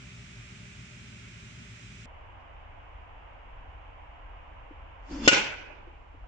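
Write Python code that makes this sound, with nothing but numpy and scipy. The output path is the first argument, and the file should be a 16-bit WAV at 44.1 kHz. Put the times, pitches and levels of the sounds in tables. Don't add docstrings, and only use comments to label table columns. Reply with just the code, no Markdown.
import sys
import numpy as np
from scipy import signal
from scipy.fft import rfft, irfft
from scipy.io import wavfile
from scipy.ndimage import uniform_filter1d, minimum_filter1d

SR = 44100
rng = np.random.default_rng(int(sys.argv[2]) if len(sys.argv) > 2 else 0)


def file_out(sig):
    cols = np.atleast_2d(sig).T
    lim = np.clip(cols, -1, 1)
    pcm = np.round(lim * 32767).astype(np.int16)
    wavfile.write(sys.argv[1], SR, pcm)


def ratio_of_db(decibels):
    return 10 ** (np.asarray(decibels, float) / 20)


N = 276727

SLOW_FROM_S, SLOW_SPEED = 2.058, 0.4
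HIT_S = 5.2757


def at_hz(points, hz):
    table = np.array(points, float)
    return np.interp(np.log(np.maximum(hz, 1)), np.log(table[:, 0]), table[:, 1])


def rms_one(x):
    return x / np.sqrt(np.mean(x ** 2) + 1e-20)


def evened(x, span_s):
    return x / np.sqrt(uniform_filter1d(x ** 2, round(span_s * SR)) + 1e-12)


def coloured(x, points):
    size = x.shape[-1]
    gain = ratio_of_db(at_hz(points, np.fft.rfftfreq(size, 1 / SR)))
    return irfft(rfft(x) * gain, size)


def ported(x, balance):
    half = np.array(balance) * [1, 0.5]
    return np.array([coloured(x[0], half), coloured(x[1], half * [1, -1])])


def port_noise(size, speed, late_s):
    # true-speed frequency in Hz, share common to both ports from 0 to 1.
    shared = [(60, 1), (150, 1), (300, 0.99), (600, 0.07), (1200, 0.05), (3000, 0.4), (9000, 0)]
    hz = np.fft.rfftfreq(size, 1 / SR) / speed
    common, left, right = rfft(rng.standard_normal((3, size)))
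    share = np.clip(at_hz(shared, hz), 0, 1)
    delay = np.exp(-2j * np.pi * hz * late_s)
    together = np.sqrt(share) * common * np.array([delay, np.ones_like(delay)])
    apart = np.sqrt(1 - share) * np.array([left, right])
    return irfft(together + apart, size)


def ring(x, hz, t60):
    r, w = ratio_of_db(-60 / (t60 * SR)), 2 * np.pi * hz / SR
    return signal.lfilter([0, np.sin(w)], [1, -2 * r * np.cos(w), r * r], x + 1e-18)


def wavering_tone(hz, width_hz):
    r = np.exp(-2 * np.pi * width_hz / SR)
    noise = rng.standard_normal((2, len(hz) + SR))
    slow = signal.lfilter([1], [1, -2 * r, r * r], noise)[:, SR:]
    phase = 2 * np.pi * np.cumsum(hz) / SR
    return rms_one(slow[0] * np.cos(phase) + slow[1] * np.sin(phase))


def strike(size):
    # frequency in Hz, left level in dB, right level in dB, t60 in seconds.
    ball_modes = [
        (300, -8, -11, .036),
        (550, -11, -16, .04),
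    ]
    # frequency in Hz, left in dB, right in dB, t60 in seconds.
    head_modes = [(547, -16.5, -22.5, 0.078), (1260, -12.5, -33, .06), (1459, -2.5, -16, 0.092),
                  (2045, -9, -14.5, 0.0823), (2420, -22, -24.5, .06), (2790, -6, -7.5, 0.11),
                  (3026, -20.5, -9, 0.09), (3460, -11.5, -11, 0.06), (4234, -24, -17, 0.09),
                  (4730, -23.5, -20.5, 0.081), (5270, -26, -34, .07), (5540, -10, -31, 0.076),
                  (6040, -20, -30, 0.046), (6900, -24.5, -31, .047)]
    # frequency in Hz, level in dB per Hz.
    crack_colour = [(88, -36.5), (150, -17), (563, -9.5), (1050, -13), (1460, -15), (2260, -6),
                    (2720, -1.5), (3730, -12.5), (6820, -12), (8000, -17), (10700, -50.5), (18000, -120)]
    # frequency in Hz, left minus right in dB.
    crack_balance = [(60, -6), (100, 2), (180, 10.5), (310, 4.5), (540, 10), (940, 1), (1640, -6.5),
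                     (2850, -4.5), (4940, 13.5), (8570, 2.5)]

    t = np.arange(size) / SR
    late = t - np.array([[0], [0.00024]])
    squeeze = np.sin(2 * np.pi * np.clip(late / 0.002, 0, 1)) * ratio_of_db([[-5.5], [-9]])
    after = np.maximum(late - 0.0008, 0)
    for hz, left_db, right_db, t60 in ball_modes:
        fading = ratio_of_db([[left_db], [right_db]] - 60 * after / t60)
        squeeze = squeeze - np.sin(2 * np.pi * hz * after) * fading

    rising = np.clip((t - 0.0008) / 0.0012, 0, 1)
    burst = rising * (ratio_of_db(-60 * np.maximum(t - 0.006, 0) / 0.027) + ratio_of_db(-9 - 60 * t / 0.17))
    crackle = ratio_of_db(-9.5) * rms_one(coloured(rng.standard_normal((2, size)), crack_colour)) * burst
    crackle = ported(np.pad(crackle, ((0, 0), (441, 0))), crack_balance)[:, 441:]

    shell = np.zeros((2, size))
    for hz, left_db, right_db, t60 in head_modes:
        phase = 2 * np.pi * rng.random()
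        shell += ratio_of_db([[left_db], [right_db]] - 60 * t / t60) * np.sin(2 * np.pi * hz * late + phase)
    shell *= np.clip(late / 0.005, 0, 1)
    return squeeze + shell + crackle, shell


def forerun():
    # frequency in Hz, left level in dB, right level in dB.
    thin_tones = [(2750, -46, -37), (3050, -48, -38), (3450, -45, -35), (4250, -46, -42), (5100, -38, -46),
                  (6600, -44, -52)]
    t = np.arange(N) / SR - HIT_S
    noise = rng.standard_normal((2, N))
    ringing = sum(ratio_of_db([[left_db], [right_db]]) * rms_one(ring(noise, hz, 0.1))
                  for hz, left_db, right_db in thin_tones)
    return ringing * ratio_of_db(450 * np.minimum(t + 0.012, 0)) * np.clip(-t / 0.008, 0, 1)


def swish():
    # level at full speed in dB, gathering in dB per s, closing in dB per s.
    swish_levels = [
        (-37.5, 618, 62),
        (-48, 306, 188),
        (-56, 311, 230),
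    ]
    # frequency in Hz, level in dB per Hz.
    rush_colour = [(250, -38), (420, -9), (555, 1.5), (707, -11.5), (952, -4.5), (1150, -7.5),
                   (3600, -15.5), (4680, -60.5), (7920, -120)]
    # frequency in Hz, level in dB per Hz.
    hiss_colour = [(2120, -40.5), (3600, -26.5), (3900, -14.5), (4730, -3.5), (6900, -8), (7730, -13),
                   (8200, -29.5), (10700, -54.5), (18000, -120)]
    # start in seconds, end in seconds, start in Hz, end in Hz, level in dB.
    whistles = [
        (5.1, 5.16, 4350, 5250, -55),
        (5.125, 5.18, 4900, 6300, -58.5),
        (5.165, 5.23, 4300, 5600, -58),
    ]
    full_speed_s, closing_s, shaft_hz = 5.118, 5.21, 275

    t = np.arange(N) / SR
    gathering = np.minimum(t - full_speed_s, 0)
    closing = np.clip(t - closing_s, 0, HIT_S - closing_s)
    tone_db, rush_db, hiss_db = [db + gather * gathering + close * closing
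                                 for db, gather, close in swish_levels]
    tone_hz = np.full(N, shaft_hz)
    air = port_noise(N, SLOW_SPEED, 0)
    out = ratio_of_db(tone_db) * evened(wavering_tone(tone_hz, width_hz=40.0), 0.018) * ratio_of_db([[1], [-1]])
    out = out + ratio_of_db(0.6 * tone_db - 18) * evened(wavering_tone(tone_hz / 5.6, width_hz=9.8), 0.04)
    out = out + ratio_of_db(rush_db) * rms_one(coloured(air, rush_colour))
    out = out + ratio_of_db(hiss_db) * rms_one(coloured(air, hiss_colour))
    for start, end, from_hz, to_hz, db in whistles:
        swell = np.sin(np.pi * np.clip((t - start) / (end - start), 0, 1))
        whistle_hz = np.interp(t, [start, end], [from_hz, to_hz])
        out = out + ratio_of_db(db) * swell * wavering_tone(whistle_hz, width_hz=170.0)
    swinging = np.interp(t, [HIT_S - 0.012, HIT_S - 0.004, HIT_S + 0.04], [1, 0.35, 0])
    return out * swinging


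def bank(direct):
    # delay after the hit in seconds, left level in dB, right level in dB.
    bank_echoes = [
        (.044, -23.5, -18),
        (.053, -11.5, -14),
        (.098, -23, -22),
    ]
    dull = signal.sosfilt(signal.butter(1, 3500, fs=SR, output="sos"), direct[::-1])
    out = np.zeros_like(direct)
    for s, left_db, right_db in bank_echoes:
        lag = round(s * SR)
        out[:, lag:] += dull[:, :-lag] * ratio_of_db([[left_db], [right_db]])
    return out


def returns(shell):
    # left level in dB, right level in dB, t60 in seconds.
    scatterers = [
        (-31, -35, 0.53),
        (-46.5, -46.5, 1.38),
    ]
    # delay after the hit in seconds, gain in dB, spread in seconds.
    far_answer = (0.51, 1.0, 0.045)
    # frequency in Hz, level in dB per Hz.
    wash_colour = [(71, -40.5), (120, -8), (365, -12), (610, -7), (703, -16), (839, -5), (1240, -13),
                   (1480, 1), (1790, -8.5), (2470, 2.5), (4040, -12.5), (6070, -13), (8200, -18.5),
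                   (10700, -50.5), (18000, -120)]
    # frequency in Hz, left minus right in dB.
    wash_balance = [(60, -2), (100, -2), (180, -1), (310, 0), (540, -1.5), (940, -8), (1640, -3),
                    (2850, -6.5), (4940, 7), (8570, 5.5)]
    # frequency in Hz, change in dB per s.
    thinning = [(100, -31.5), (190, -29), (300, 28.5), (450, 15), (800, -3), (1500, -7.5), (2500, -11),
                (4000, -28.5), (6000, -40), (8000, -64)]
    first_s, densest_s, patchy_db = 0.027, 0.058, 1.8

    size = shell.shape[1]
    t = np.arange(size) / SR
    arriving = np.clip((t - first_s) / (densest_s - first_s), 0, 1)
    strength = arriving * sum(ratio_of_db([[left_db], [right_db]] - 60 * (t - densest_s) / t60)
                              for left_db, right_db, t60 in scatterers)
    far_s, far_db, spread_s = far_answer
    strength = strength * ratio_of_db(far_db * np.exp(-((t - far_s) / spread_s) ** 2))

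    white = port_noise(size, SLOW_SPEED, 0)
    wash = ratio_of_db(13) * rms_one(coloured(white, wash_colour)) * uniform_filter1d(strength, 200, axis=1)
    ringing = signal.fftconvolve(white * strength, shell[::-1], axes=1)[:, :size]
    ringing = ratio_of_db(-12 - 55 * t) * ringing

    hz, times, cells = signal.stft(wash + ringing, SR, nperseg=256)
    patches = uniform_filter1d(rng.standard_normal(cells.shape), size=4, axis=1)
    patches = uniform_filter1d(patches, size=12, axis=2)
    cells = cells * ratio_of_db(at_hz(thinning, hz)[:, None] * times + patchy_db * rms_one(patches))
    return ported(signal.istft(cells, SR, nperseg=256)[1][:, :size], wash_balance)


def shuffles():
    # time in seconds, peak in dB, frequency in Hz, left minus right in dB.
    moves = [
        (4.71, -37.5, 300, 3),
        (5.702, -44, 595, 18),
        (5.876, -41, 345, -5),
        (6.144, -43, 290, 1),
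        (6.241, -45, 717, -10),
    ]
    out, t = np.zeros((2, N)), np.arange(2000) / SR
    for s, db, hz, pan_db in moves:
        scuff = rms_one(ring(rng.standard_normal(len(t)), 1.76 * hz, 0.011))
        swell = (t / 0.0041) * np.exp(1 - t / 0.0048)
        knock = (np.sin(2 * np.pi * hz * t) + 0.3 * scuff) * swell * ratio_of_db(db - 8.5)
        at = round((s - 0.003) * SR)
        out[:, at:at + len(t)] += (knock * ratio_of_db([[pan_db / 2], [-pan_db / 2]]))[:, :N - at]
    return out


def tick():
    # time in seconds, level in dB, frequency in Hz.
    leaf_tick = (2.41, -79, 5000)
    s, db, hz = leaf_tick
    t = np.arange(N) / SR - s
    rustle = rms_one(ring(rng.standard_normal((2, N)), hz, 0.003))
    return ratio_of_db(db) * rustle * np.exp(-(t / 0.0097) ** 2)


def background(spectrum, level_db, speed, engine_db):
    # frequency in Hz, width in Hz, level in dB rms.
    engine_orders = [(55.7, 2.2, -60), (115, 6.7, -51), (177, 19, -57.5), (350, 8, -72.5), (398, 12, -68.5),
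                     (598, 14, -74)]
    # start in seconds, end in seconds, change in dB.
    lull = (5.6, 6.03, -4)
    # frequency in Hz, left minus right in dB.
    port_balance = [(60, 1.0), (100, 1.0), (180, 2.0), (310, 1.0), (540, -3.0), (940, -4.5), (1640, -1.0),
                    (2850, -1.0), (4940, 3.0), (8570, 6.5)]
    right_late_s = 0.000534

    air = ratio_of_db(level_db) * rms_one(coloured(port_noise(N, speed, -right_late_s), spectrum))
    leaf_band = np.array([(150, -30), (300, 0), (9000, 0), (10500, -30)]) * [speed, 1]   # Hz, dB
    leaves = coloured(air, leaf_band)
    start, end, lull_db = lull
    breeze = ratio_of_db(np.interp(np.arange(N) / SR, [start, end], [0, lull_db]))
    engine = np.zeros(N)
    for hz, width_hz, db in engine_orders:
        order = wavering_tone(np.full(N, hz * speed), width_hz * speed)
        engine += ratio_of_db(db + engine_db) * evened(order, 0.23)
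    return ported(air + leaves * (breeze - 1) + engine, np.array(port_balance) * [speed / SLOW_SPEED, 1])


def scene():
    # frequency in Hz, level in dB per Hz.
    air_true = [(20, -69), (45, -6), (235, -10.5), (300, -22.5), (420, -29.5), (500, -30), (1000, -29),
                (1450, -21), (1800, -22.5), (2400, -16), (4400, -30.5), (5500, -28), (7400, -30),
                (9020, -42.5), (10000, -57), (12000, -57.5)]
    # frequency in Hz, level in dB per Hz.
    air_slowed = [(12, -38.5), (20, -2.5), (54, -3), (93, -8.5), (123, -18.5), (159, -27), (190, -31.5),
                  (285, -22.5), (378, -26.5), (555, -19.5), (999, -16), (1390, -24.5), (2920, -27),
                  (4070, -52), (9000, -61.5), (11700, -102), (19800, -120)]
    at = round(HIT_S * SR)
    slowed = background(air_slowed, -48, SLOW_SPEED, engine_db=-7.0)
    slowed = slowed + swish() + forerun() + shuffles() + tick()
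    direct, shell = strike(N - at)
    slowed[:, at:] += direct + bank(direct) + returns(shell)
    normal = background(air_true, -49, 1, engine_db=-1.6)
    return np.where(np.arange(N) < SLOW_FROM_S * SR, normal, slowed)


def band_limit(x):
    return signal.sosfilt(signal.butter(12, 11980, fs=SR, output="sos"), x)


def record(dry):
    rounded = 1.3 * np.tanh(dry / 1.3)
    slow_top = signal.cheby2(14, 46, 8350, fs=SR, output="sos")
    dull = signal.sosfilt(slow_top, rounded)
    joined = np.where(np.arange(N) < SLOW_FROM_S * SR, rounded, dull)
    room_left = np.minimum(1, 0.9 / (np.abs(joined).max(axis=0) + 1e-9))
    gain = uniform_filter1d(minimum_filter1d(room_left, size=89), size=45)
    return band_limit(joined * gain)


dry = scene()
out = record(dry)
file_out(out)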